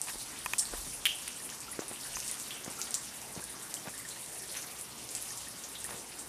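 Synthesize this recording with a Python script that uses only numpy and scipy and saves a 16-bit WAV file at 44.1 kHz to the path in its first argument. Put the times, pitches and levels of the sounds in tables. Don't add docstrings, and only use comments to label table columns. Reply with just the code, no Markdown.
import sys
import numpy as np
from scipy import signal
from scipy.io import wavfile

SR = 44100
rng = np.random.default_rng(int(sys.argv[2]) if len(sys.argv) > 2 else 0)


def to_wav(s):
    ch = np.atleast_2d(s).T
    pcm = np.round(np.clip(ch, -1, 1) * 32767)
    wavfile.write(sys.argv[1], SR, pcm.astype(np.int16))


N = 276948

# centre in Hz, width in Hz, rms level in dB.
DRONE_TONES = [(62.9, 3, -68), (127.7, 31, -63)]
# frequency in Hz, relative noise density in dB per Hz.
TRICKLE_COLOUR = [(24, -36), (40, -34), (223, 6), (483, 2.5), (533, 0.5), (619, 1.5), (923, 3),
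                  (1410, -0.5), (3820, -9), (6440, -0.5), (7860, -16.5), (9590, 5), (14300, -19),
                  (15400, -7)]
TRICKLE_DB = -48.5
# time in seconds, level in dB.
RUMBLE_LEVEL = [(0.0, -82), (0.17, -51), (0.23, -67), (0.54, -60), (0.58, -85), (0.63, -67), (0.75, -50),
                (1.47, -87), (2.1, -67), (2.17, -60), (2.2, -75), (2.89, -84), (4.67, -113), (4.78, -101),
                (4.93, -86), (6.28, -76)]
# middle in seconds, length in seconds, level before fading in dB, centre in Hz.
SCUFFS = [(0.093, .06, -44, 1500), (0.738, .05, -45, 890), (0.877, .05, -51, 496), (1.817, .08, -47.5, 600),
          (1.919, .04, -45, 800), (2.69, .08, -46, 610), (3.39, .12, -49.5, 400), (3.553, .08, -53, 300),
          (3.877, .09, -46.5, 600), (4.571, .1, -46, 1900), (5.924, .11, -42.5, 910)]
# start in seconds, peak before thinning in dB, pitch in Hz.
THUDS = [(0.156, -38, 345), (0.7369, -28, 450), (0.874, -39, 200), (1.7914, -22.5, 367), (1.912, -37, 256),
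         (1.921, -43, 406), (2.663, -35, 550), (2.678, -31.5, 225), (3.364, -36, 380), (3.374, -32.5, 174),
         (3.855, -41, 400), (3.875, -35.5, 182), (5.884, -45, 150), (5.941, -38, 187)]
THUD_CYCLES = 0.91
THUD_TICK_DB, THUD_TICK_HZ = -6, 1500
THUD_TICK_DB_PER_OCTAVE = 9
# start in seconds, peak in dB, pitch that the struck spot favours in Hz,
# how freely the grip lets it ring as a share of the free decay time.
CLICKS = [(.072, -34, 1300, 0.65), (0.0852, -31.5, 2280, 0.96), (0.4611, -20, 1510, 0.99),
          (0.5354, -18.5, 2480, 0.99), (2.1688, -27.5, 1480, 0.98)]
# pitch in Hz, relative level in dB, free decay by 60 dB in seconds.
SHELL_MODES = [(1026, 5.5, 0.034), (1190, 12, 0.011), (1880, 10.5, 0.012), (2230, 13, 0.0071),
               (2477, 11, 0.016), (3130, 2, 0.018)]
# time in seconds, relative level in dB.
PATTER_SWELL = [(0.0, -38), (0.45, -42.5), (0.66, -40), (1.21, -40.5), (1.82, -44.5), (2.17, -37),
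                (2.33, -38.5), (2.62, -42.5), (2.82, -40), (3.55, -43.5), (4.39, -42), (4.55, -40),
                (4.88, -44), (5.11, -41.5), (5.27, -40), (5.61, -44.5), (5.89, -40.5), (6.28, -45)]
# delay in seconds, spread in seconds, lift in dB.
ROCK_FACES = [(0.0132, 0.00077, 5.5), (0.0019, 0.02, 3)]
# start in seconds, peak at the capsule in dB, pitch in Hz.
DRIPS = [(1.4012, -45, 1800), (1.5228, -44, 1700), (1.681, -44, 1320), (1.728, -42, 1910),
         (2.776, -46, 1300), (2.7904, -38.5, 1325), (3.3894, -49, 2320), (3.4236, -43, 1590),
         (3.5423, -42, 1120), (3.7683, -38.5, 3030), (3.9382, -42.5, 1730), (3.9973, -41, 1970),
         (4.0498, -40, 1770), (4.1642, -44, 1810), (4.432, -45, 1760), (5.306, -43, 1780),
         (5.47, -43, 1770), (5.8474, -38.5, 1800)]
# start in seconds, peak at the capsule in dB, pitch in Hz, relative echo gain in dB.
DROPS = [(0.0161, -13, 8860, -37), (0.1937, -34.5, 4140, -23), (0.3896, -26.5, 10000, -35),
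         (0.4507, -26, 10300, -39), (0.5832, -14, 8400, -20), (0.5949, -18, 5550, -40),
         (0.596, -24, 8400, -23), (0.6543, -26.5, 4400, -36), (0.9375, -28.5, 9800, -23.5),
         (1.0549, -5, 3050, -28), (1.1864, -29.5, 9200, -28), (1.2781, -20, 2740, -31.5),
         (1.2806, -19.5, 9200, -36), (1.3596, -36, 8550, -18), (1.4474, -28.5, 10500, -24),
         (1.492, -26, 2870, -33), (1.5006, -24, 6470, -34), (1.6046, -25, 8000, -27),
         (1.7124, -31, 10000, -20), (1.7932, -33.5, 6850, -21), (1.882, -24, 9600, -28),
         (1.933, -27, 9200, -33), (1.9602, -27, 3200, -33), (2.0713, -34, 7340, -33),
         (2.1504, -32.5, 6400, -19.5), (2.1886, -27, 8950, -26), (2.2028, -21.5, 6350, -40),
         (2.243, -33, 8300, -18), (2.2796, -21, 8000, -26.5), (2.3136, -18, 9700, -33),
         (2.3423, -25, 8500, -36), (2.3995, -20, 8600, -41), (2.4048, -27.5, 7240, -23.5),
         (2.4264, -29, 9000, -35), (2.5075, -22, 3270, -27), (2.637, -33, 6600, -23.5),
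         (2.647, -24, 7600, -38), (2.701, -30, 9100, -29), (2.8159, -15, 6560, -34),
         (2.9085, -20, 9100, -35), (2.9429, -10, 7410, -31), (3.217, -25, 7600, -32),
         (3.3534, -27.5, 6400, -43), (3.4406, -22, 9900, -35), (3.494, -35, 9800, -19.5),
         (3.7413, -15, 7700, -32), (3.9793, -27, 8400, -26.5), (4.088, -24.5, 7600, -24),
         (4.262, -27, 8350, -36), (4.106, -34.5, 4150, -24), (4.3751, -33.5, 10000, -24.5),
         (4.5523, -24, 2550, -26.5), (4.566, -31.5, 6100, -22.5), (4.567, -32, 10500, -19.5),
         (4.616, -33, 6500, -21), (4.686, -30.5, 2480, -24.5), (4.812, -22.5, 9700, -31),
         (5.0903, -26, 7100, -31), (5.1511, -15.5, 7900, -30), (5.225, -22.5, 10500, -38),
         (5.306, -27, 6300, -35), (5.3163, -30, 10100, -23), (5.3745, -23, 7800, -27.5),
         (5.4854, -26, 10100, -36), (5.6382, -28, 6550, -24.5), (5.7537, -28, 3700, -26.5),
         (5.8018, -29, 8700, -23.5), (5.8434, -19, 9200, -35), (5.853, -34, 10500, -25),
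         (5.9558, -35, 7740, -22), (6.1887, -29.5, 8100, -20)]
# pitch in Hz, cycles (60 dB of decay takes three times as many).
LEAF_CYCLES = [(2500, 0.7), (3100, 1.5), (4300, 5.2), (5700, 14), (6500, 2.04), (7600, 0.73), (8400, 1.43),
               (10200, 3.6)]
CRACK_DB, CRACK_DB_PER_OCTAVE = -1, -4
ECHO_WIDTH = 0.33
ECHO_RING_DB, ECHO_BLOW_DB = 1.5, -2.5
ECHO_BLOW_T60_S = 0.19
TOP_HZ = 15450


def undb(db):
    return 10 ** (np.asarray(db) / 20)


def level(x, db):
    return x * undb(db) / np.sqrt(np.mean(x ** 2))


def curve(table):
    return np.interp(np.arange(N) / SR, *np.transpose(table))


def band(x, hz, width_hz):
    return signal.lfilter(*signal.iirpeak(min(hz, .45 * SR), hz / width_hz, fs=SR), x)


def thin(x, hz):
    return signal.lfilter(*signal.butter(2, hz, "high", fs=SR), x)


def walk(rate):
    knots = rng.standard_normal(int(N / SR * rate) + 2)
    return 1.6 * np.interp(np.arange(N) * rate / SR, np.arange(len(knots)), knots)


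def add(out, s, grain):
    i = int(s * SR)
    out[i:i + len(grain)] += grain[:len(out) - i]


def ring(hz, cycles, glide=0., rise=0.44):
    decay_cycles = 3 * max(cycles, .5)
    turns = np.arange(int(decay_cycles * SR / hz) + 8) * hz / SR
    fade = turns / decay_cycles
    swell = 1 - np.exp(-(turns / rise) ** 2)
    x = np.sin(2 * np.pi * turns * (1 + glide * fade)) * 1000. ** -fade * swell
    return x / np.abs(x).max()


def burst(t60_s):
    t = np.arange(int(t60_s * SR) + 2) / SR
    return rng.standard_normal(len(t)) * 1000. ** (-t / t60_s)


def drone():
    return sum(level(band(rng.standard_normal(N), hz, width_hz), db) for hz, width_hz, db in DRONE_TONES)


def trickle():
    out, swell_db = 0, curve(PATTER_SWELL)
    points_hz, points_db = np.transpose(TRICKLE_COLOUR)
    for hz in 45 * 2 ** (np.arange(26) / 3):
        colour_db = np.interp(np.log(hz), np.log(points_hz), points_db)
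        flicker_db = 1.62 * walk(9)
        share = 0.37 * np.clip(np.log2(hz / 600) / 2, 0, 1)
        follow_db = share * (swell_db - swell_db.mean())
        noise = band(band(rng.standard_normal(N), hz, hz / 3), hz, hz / 3)
        out = out + undb(colour_db + flicker_db + follow_db) * noise
    return level(out, TRICKLE_DB)


def rumble():
    noise = rng.standard_normal(N)
    for _ in range(3):
        noise = band(noise, 39, 34)
    noise *= undb(2.5 * walk(10))
    return level(noise, 0) * undb(curve(RUMBLE_LEVEL))


def scuffs():
    out = np.zeros(N)
    for s, length_s, db, hz in SCUFFS:
        size = int(length_s * SR)
        grit = rng.standard_normal(size) * undb(2.7 * walk(304)[:size])
        add(out, s - length_s / 2, level(band(grit, hz, 1.04 * hz), db) * np.hanning(size))
    return out


def thuds():
    out = np.zeros(N)
    for s, db, hz in THUDS:
        add(out, s, undb(db) * thin(ring(hz, THUD_CYCLES, rise=0.34), 0.35 * hz))
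        tick_db = db + THUD_TICK_DB + THUD_TICK_DB_PER_OCTAVE * np.log2(hz / 350)
        add(out, s, undb(tick_db) * ring(THUD_TICK_HZ, 2.6, rise=0.14))
    return out


def clicks():
    out = np.zeros(N)
    t = np.arange(SR // 20) / SR
    for s, db, spot_hz, freedom in CLICKS:
        grain = np.zeros(len(t))
        for (hz, mode_db, t60_s), chance in zip(SHELL_MODES, rng.standard_normal(len(SHELL_MODES))):
            tilt_db = -4.5 * np.log2(hz / spot_hz) ** 2 + 0.39 * chance
            decay = 1000. ** (-t / (freedom * t60_s))
            grain += undb(mode_db + tilt_db) * np.sin(2 * np.pi * hz * t) * decay
        grain *= 1 - np.exp(-t / 0.00034)
        add(out, s, undb(db) * grain / np.abs(grain).max())
        add(out, s - .0008, undb(db - 3.0) * band(burst(0.0072), 6800, 7100))
    return out


def rock(x, t60_low_s=0.5, t60_high_s=0.2, split_hz=4500):
    t = np.arange(SR * 2 // 5) / SR
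    noise = rng.standard_normal(len(t))
    low = signal.lfilter(*signal.butter(1, split_hz, fs=SR), noise)
    tail = low * 1000. ** (-t / t60_low_s) + (noise - low) * 1000. ** (-t / t60_high_s)
    lift_db = sum(db * np.exp(-((t - delay_s) / spread_s) ** 2) for delay_s, spread_s, db in ROCK_FACES)
    lift_db = lift_db + 2 * np.repeat(rng.standard_normal(len(t) // 128 + 1), 128)[:len(t)]
    build_up = np.clip(t / .003, 0, 1)
    return signal.fftconvolve(x, undb(lift_db) * build_up * tail)


def patter(count=1500, spots=5, low_hz=1500, octaves=2.97, tilt_db=5.0, db=-6.0):
    out = np.zeros(N)
    for drops_here in rng.random((spots, count // spots, 4)):
        near = np.zeros(N)
        for when, size, pitch, length in drops_here:
            grain = ring(low_hz * 2 ** (octaves * pitch ** .5), 1.6 + 3 * length)
            size_db = -3 * np.log(1 - .96 * size)
            pitch_db = tilt_db * octaves * pitch
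            add(near, when * N / SR, undb(pitch_db + size_db) * grain)
        out += near + undb(-25) * rock(near)[:N]
    return level(out, db) * undb(curve(PATTER_SWELL))


def drips():
    out = np.zeros(N)
    for s, db, hz in DRIPS:
        grain = undb(db) * ring(hz, 25.0, glide=.14, rise=0.79)
        add(out, s, grain)
        add(out, s, undb(-40) * rock(grain))
    return out


def drops():
    out = np.zeros(N)
    for s, db, hz, echo_db in DROPS:
        grain = ring(hz, np.interp(hz, *np.transpose(LEAF_CYCLES)))
        crack_db = CRACK_DB + CRACK_DB_PER_OCTAVE * np.log2(hz / 9000)
        crack = ring(12650, 1.0, rise=0.094)[:len(grain)]
        add(grain, 0, undb(crack_db) * crack)
        grain = thin(grain, 0.5 * hz)
        grain *= undb(db) / np.abs(grain).max()
        add(out, s, grain)
        grain = np.append(grain, np.zeros(256))
        pitch = band(band(grain, hz, ECHO_WIDTH * hz), hz, ECHO_WIDTH * hz)
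        add(out, s, undb(echo_db + ECHO_RING_DB) * rock(pitch))
        add(out, s, undb(echo_db + ECHO_BLOW_DB) * rock(grain, ECHO_BLOW_T60_S, ECHO_BLOW_T60_S))
    return out


def capsule(x, hz=9500, width_hz=2500, lift_db=-4, fall_hz=12500):
    x = x + undb(lift_db) * band(x, hz, width_hz)
    return signal.lfilter(*signal.butter(2, min(fall_hz, .45 * SR), fs=SR), x)


def scene():
    water = capsule(patter() + drips() + drops())
    handling = rumble() + scuffs() + thuds() + clicks()
    mono = drone() + trickle() + handling + water
    return np.array([mono, mono])


def record(dry):
    return signal.sosfilt(signal.ellip(10, .2, 60, TOP_HZ, fs=SR, output="sos"), dry)


dry = scene()
out = record(dry)
to_wav(out)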